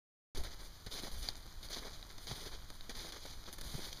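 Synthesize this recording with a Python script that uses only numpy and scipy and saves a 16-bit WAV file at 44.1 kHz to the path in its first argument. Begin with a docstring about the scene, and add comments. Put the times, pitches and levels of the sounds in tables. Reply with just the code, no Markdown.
"""Footsteps in crusted snow

Two people walk through crusted snow in a pine wood: each step is a burst of many tiny ringing fractures. Damped
low resonances make dull boot knocks; twigs snap as short modal rings, and thin ice ticks. Shaped noise gives
the faint rustle of the wood and the rumble of light wind on the microphone, and a row of notches is cut into
the sound."""
import sys
import numpy as np
from scipy import signal
from scipy.fft import rfft, irfft
from scipy.io import wavfile

SR = 44100
rng = np.random.default_rng(int(sys.argv[2]) if len(sys.argv) > 2 else 0)


def digitize_waveform(pressure):
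    """Quantize a signal to 16-bit integers and store it at the path in sys.argv[1].

    Rows of a 2-D input are taken as channels; values are limited to [-1, 1].
    """
    field = np.atleast_2d(pressure).T
    bounded = np.clip(field, -1, 1)
    quanta = np.round(bounded * 32767).astype(np.int16)
    wavfile.write(sys.argv[1], SR, quanta)


N = 176400
TIME = np.arange(N) / SR

# spectral weighting shared by the rustle of the wood and the loose crust: hz, relative_db
RUSTLE_COLOUR = [(40, -24), (100, 15), (200, 6.5), (500, 0.5), (1200, 1), (2200, -0.5), (4200, 4.5),
                 (6400, 1.5), (9800, -5), (15000, -12)]


def from_db(db):
    """Decibels to amplitude gain."""
    return 10 ** (np.asarray(db) / 20)


def rms_one(x):
    """Normalise to unit mean power."""
    return x / np.sqrt(np.mean(x ** 2) + 1e-20)


def drift(corner_hz):
    """Slow random fluctuation of rms 1: white noise through two equal low-pass poles."""
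    pole = np.exp(-2 * np.pi * corner_hz / SR)
    noise = rng.standard_normal(N + SR)
    slow = signal.lfilter([1], [1, -2 * pole, pole * pole], noise)
    return rms_one(slow[SR:])  # the filter has settled after a second


def coloured(x, points):
    """Spectral weighting, interpolated in dB over log frequency; rms 1."""
    hz, db = np.transpose(points)
    bins = np.maximum(np.fft.rfftfreq(N, 1 / SR), 1)
    gain = from_db(np.interp(np.log(bins), np.log(hz), db))
    return rms_one(irfft(rfft(x) * gain, N))


def ring(clicks, hz, t60_s):
    """Damped resonator: a unit impulse excites a decaying sine of initial amplitude 1."""
    pole = np.exp(-np.log(1000) / (t60_s * SR))
    angle = 2 * np.pi * hz / SR
    return signal.lfilter([0, np.sin(angle)], [1, -2 * pole * np.cos(angle), pole * pole], clicks + 1e-18)


def click(s):
    """Unit impulse at one instant."""
    return 1. * (np.arange(N) == int(s * SR))


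def grains(low_hz, high_hz, per_s, cycles, spread_db, colour):
    """Granular fracture: random impulses excite damped resonators, in clumps; rms 1."""
    clump_db, clump_corner_hz = 1.5953, 38.8
    count = 16  # resonator pitches, spaced evenly in log frequency
    sizes = from_db(spread_db * np.minimum(rng.exponential(1, N), 4)) * rng.choice([-1, 1], N)
    clicks = sizes * (rng.random(N) < per_s / SR)
    dealt = rng.integers(0, count, N)  # which resonator each grain excites
    rings = np.zeros(N)
    for k, hz in enumerate(np.geomspace(low_hz, high_hz, count)):
        rings += ring(clicks * (dealt == k), hz, cycles / hz) * np.sqrt(hz) * hz ** 0.324
    return rms_one(coloured(rings, colour) * from_db(clump_db * drift(clump_corner_hz)))


def pressure(s, attack_s, hold_s, release_s):
    """Load envelope: linear rise, plateau until hold_s after the onset, exponential relaxation."""
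    age = TIME - s
    return np.clip(age / attack_s, 0, 1) * np.exp(-np.clip((age - hold_s) / release_s, 0, 20))


def snow():
    """Brittle fracture under load: uncorrelated crunches and cracks add in power and drive the grains."""
    # a boot sinks in, rolls or drags: start_s, length_s, packing_db, crust_db, fine_ice_db
    crunches = [(0.34, 0.0723, -54, -49.5, -57), (0.432, 0.041, -53.5, -50.5, -64),
                (0.501, 0.035, -61, -51, -70), (0.585, 0.08, -62, -55.5, -60),
                (0.904, 0.0937, -54, -44.5, -52.5), (1.015, 0.0562, -52.5, -46, -53),
                (1.107, 0.141, -66, -53, -53.5), (1.218, 0.0747, -58.5, -45, -59),
                (1.636, 0.0198, -61.5, -51.5, -57), (1.694, 0.05, -53.5, -43.5, -53),
                (1.753, 0.0298, -52.5, -44, -56), (1.815, 0.0612, -53.5, -52, -60.5),
                (1.924, 0.0143, -60, -50, -61), (2.194, 0.078, -67, -59, -59),
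                (2.268, 0.0648, -55, -45.5, -55), (2.346, 0.1311, -57, -48.5, -54.5),
                (2.509, 0.0314, -55, -50.5, -64.5), (2.726, 0.03, -77.5, -63.5, -62),
                (2.94, 0.1502, -55.5, -47.5, -56), (3.121, 0.0535, -59, -52, -63),
                (3.196, 0.14, -72.5, -52.5, -61.5), (3.448, 0.0434, -61, -53, -79.5),
                (3.625, 0.14, -60, -49.5, -52.5), (3.768, 0.121, -56.5, -47.5, -54),
                (3.907, 0.11, -66, -56.5, -66)]
    crunch_attack_s, crunch_release_s = 0.0128, 0.02206
    # a plate of crust gives way at once: start_s, decay_s, packing_db, crust_db, fine_ice_db
    cracks = [(0.373, 0.017, -55.5, -46.5, -48.5), (0.4357, 0.012, -50.5, -42, -46),
              (0.8634, 0.0098, -48, -41.5, -54.5), (1.2884, 0.00273, -45.5, -36.5, -43.5),
              (1.365, 0.0197, -58, -52.5, -54), (1.6285, 0.0167, -57, -45.5, -51),
              (1.729, 0.0082, -63, -34.5, -62), (2.1, 0.0105, -57, -51.5, -76),
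              (2.18, 0.0114, -55, -46, -60), (2.2697, 0.0071, -49, -42.5, -61),
              (2.313, 0.0026, -39, -54, -62), (2.465, 0.014, -52, -48, -65),
              (2.54, 0.0032, -50, -52.5, -65), (2.702, 0.00154, -39.5, -39.5, -46.5),
              (2.894, 0.0162, -46.5, -42, -51.5), (3.066, 0.0048, -47, -49, -67.5),
              (3.1217, 0.0071, -47, -41.5, -48.5), (3.16, 0.0113, -45.5, -44, -64),
              (3.253, 0.0109, -46, -44.5, -61.5), (3.478, 0.0127, -51, -57.5, -55.5),
              (3.528, 0.00167, -48.5, -38, -40.5), (3.5333, 0.009, -52, -45, -44),
              (3.583, 0.0105, -51.5, -48, -50), (3.6111, 0.0066, -46.5, -41.5, -45),
              (3.741, 0.0117, -47.5, -45, -64), (3.928, 0.00454, -54, -37.5, -49.5)]
    crack_attack_s = 0.000308
    packing_lag_s = 0.001256  # the snow under a broken plate gives way a moment later
    # packing snow, crust and fine ice: low_hz, high_hz, grains_per_s, t60_cycles, size_spread_db
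    grain_kinds = [(263.3, 2578, 3800, 5.83, 3), (3444, 7020, 4200, 5.6, 2.5),
                   (8820, 17600, 12000, 2.55, 2.5)]
    # spectral weighting of packing snow: hz, relative_db
    packing_colour = [(60, -10), (150, -1), (400, 1.5), (750, -1), (1300, -1), (2200, 2), (3200, -6),
                      (6000, -37)]
    # spectral weighting of crust: hz, relative_db
    crust_colour = [(800, -25.5), (2400, -3), (3400, -0.5), (4700, -1.5), (6300, -2.5), (7500, -8.5),
                    (10000, -9)]
    # spectral weighting of fine ice: hz, relative_db
    fine_ice_colour = [(3000, 1.5), (8000, 11), (10000, 11), (12300, 0), (14000, 1.5), (15500, -1.5)]
    # larger lumps that collapse: low_hz, high_hz, lumps_per_s, t60_cycles, size_spread_db
    lump_grains = (183.4, 861.5, 350, 12.7, 2.79)
    lump_db = -6.5  # against the packing snow
    # loose bits of crust that settle: low_hz, high_hz, bits_per_s, t60_cycles, size_spread_db
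    debris_grains = (730, 13000, 700, 3.43, 3.37)
    debris_db, settle_s = -8.5, 0.251  # level against the smoothed crust; time constant of its power

    power = np.zeros((3, N))  # packing snow, crust, fine ice
    for s, length_s, *db in crunches:
        load = pressure(s, crunch_attack_s, length_s, crunch_release_s)
        power += np.outer(from_db(db), load) ** 2
    # only the crunches crush lumps
    lumps = np.sqrt(power[0]) * from_db(lump_db) * grains(*lump_grains, packing_colour)

    for s, decay_s, *db in cracks:
        sudden = pressure(s, crack_attack_s, crack_attack_s, decay_s)
        delayed = pressure(s, packing_lag_s, packing_lag_s, decay_s)
        power += (from_db(db)[:, None] * [delayed, sudden, sudden]) ** 2
    colours = (packing_colour, crust_colour, fine_ice_colour)
    kinds = [grains(*kind, colour) for kind, colour in zip(grain_kinds, colours)]
    fractures = np.sum(np.sqrt(power) * kinds, axis=0)

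    pole = np.exp(-1 / (settle_s * SR))
    loose = np.sqrt(signal.lfilter([1 - pole], [1, -pole], power[1]))
    debris = loose * from_db(debris_db) * grains(*debris_grains, RUSTLE_COLOUR)
    return fractures + lumps + debris


def heels():
    """Impact and stick-slip: each knock and three weaker jerks excite a heavily damped resonance."""
    # dull knocks, from heel on the ground to sole on the crust: start_s, level_db, pitch_hz
    thuds = [(.374, -34.5, 349), (0.867, -33.5, 119.4), (.911, -50, 450), (1.036, -35, 330),
             (1.070, -35, 790), (1.289, -50, 740), (1.456, -47.5, 490), (1.852, -37.5, 595),
             (1.869, -43.5, 340), (2.295, -41.5, 135.5), (2.314, -34.5, 118), (2.429, -44, 420),
             (2.464, -40, 363), (2.7021, -42, 753), (2.893, -39.5, 300), (3.048, -36, 509),
             (3.253, -37.5, 599), (3.478, -41.5, 482), (3.741, -34.5, 140), (3.782, -35.5, 350)]
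    t60_cycles, soft_hz = 3.84, 1200
    slip_s, slip_db = 0.013057, -3  # longest delay of a jerk; its level against the knock
    out = np.zeros(N)
    for s, db, hz in thuds:
        slips = sum(rng.choice([-1, 1]) * click(s + slip_s * late) for late in rng.random(size=3))
        blows = click(s) + from_db(slip_db) * slips
        out += from_db(db) * ring(blows, hz, t60_cycles / hz)
    return signal.sosfilt(signal.butter(1, soft_hz, fs=SR, output="sos"), out)


def twigs():
    """Modal excitation: fibres part in quick succession and ring the modes of the twig."""
    # twigs snap under the snow: start_s, level_db, pitch_hz
    snaps = [(1.2878, -31, 4714), (1.687, -47.5, 4594), (2.0277, -44.5, 3990), (2.809, -45.5, 3930),
             (3.973, -49, 4460)]
    # fibres part in turn: delay_s, relative_db
    splinters = [(0, 8), (.00043, -6.5), (.0013, 0)]
    # modes of a twig: pitch_ratio, relative_db, t60_s
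    modes = [(0.95, -9.5, 0.004), (0.993, 3, 0.005), (0.294, -14.5, 0.00265), (2.16, -23, 0.002)]
    out = np.zeros(N)
    for s, db, hz in snaps:
        breaks = sum(from_db(db + fibre_db) * click(s + delay_s) for delay_s, fibre_db in splinters)
        for ratio, mode_db, t60_s in modes:
            out += from_db(mode_db) * ring(breaks, hz * ratio, t60_s)
    return out


def ticks():
    """Impulse response of thin ice: a bare click with a very short, high ring."""
    # thin ice ticks: start_s, level_db
    ice_ticks = [(3.5277, -30.5), (3.5853, -32.5)]
    pitch_hz, t60_s = 13900, 0.00091
    clicks = sum(from_db(db) * click(s) for s, db in ice_ticks)
    return clicks + .5 * ring(clicks, pitch_hz, t60_s)


def air():
    """Broadband turbulence as shaped noise: a flickering rustle, and wind with Gaussian puffs."""
    # puffs of wind on the microphone: centre_s, half_length_s, level_db
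    gusts = [(0.411, 0.052, -38), (1.186, 0.0545, -41), (3.667, 0.0122, -34.5)]
    # spectral weighting of the wind: hz, relative_db
    wind_colour = [(5, 1.5), (15, 4.5), (25, 1.5), (45, -4.5), (70, -11), (120, -22), (250, -37.5),
                   (1000, -80)]
    wind_db = -49  # between the puffs
    rustle_db, flicker_db, flicker_corner_hz = -57, 0.7764, 12.5
    rustle_level = from_db(rustle_db + flicker_db * drift(flicker_corner_hz))
    rustle = coloured(rng.standard_normal(N), RUSTLE_COLOUR) * rustle_level
    puffs = sum(from_db(db) * np.exp(-((TIME - s) / half_s) ** 2) for s, half_s, db in gusts)
    wind = coloured(rng.standard_normal(N), wind_colour) * (from_db(wind_db) + puffs)
    return rustle + wind


def scene():
    """Superposition of footsteps and air, in mono."""
    return (snow() + heels() + twigs() + ticks() + air())[None]


def record(dry):
    """Linear filtering: a row of notches is cut, silence precedes the onset, a low-pass cuts the top."""
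    # notches cut into the sound: centre_hz, width_hz, depth_db
    notches = [(2701.2, 1028, -30), (5483, 777, -65.5), (7926, 2967, -47), (10935, 402, -38.5)]
    start_s, cutoff_hz = .349, 15300
    x = dry
    for hz, width_hz, depth_db in notches:
        # subtracting the resonant band leaves a notch
        band = signal.lfilter(*signal.iirpeak(hz, hz / width_hz, fs=SR), x)
        x = x - (1 - from_db(depth_db)) * band
    x = x * (TIME >= start_s)
    return signal.sosfilt(signal.ellip(10, .3, 70, cutoff_hz, fs=SR, output="sos"), x)


dry = scene()
out = record(dry)
digitize_waveform(out)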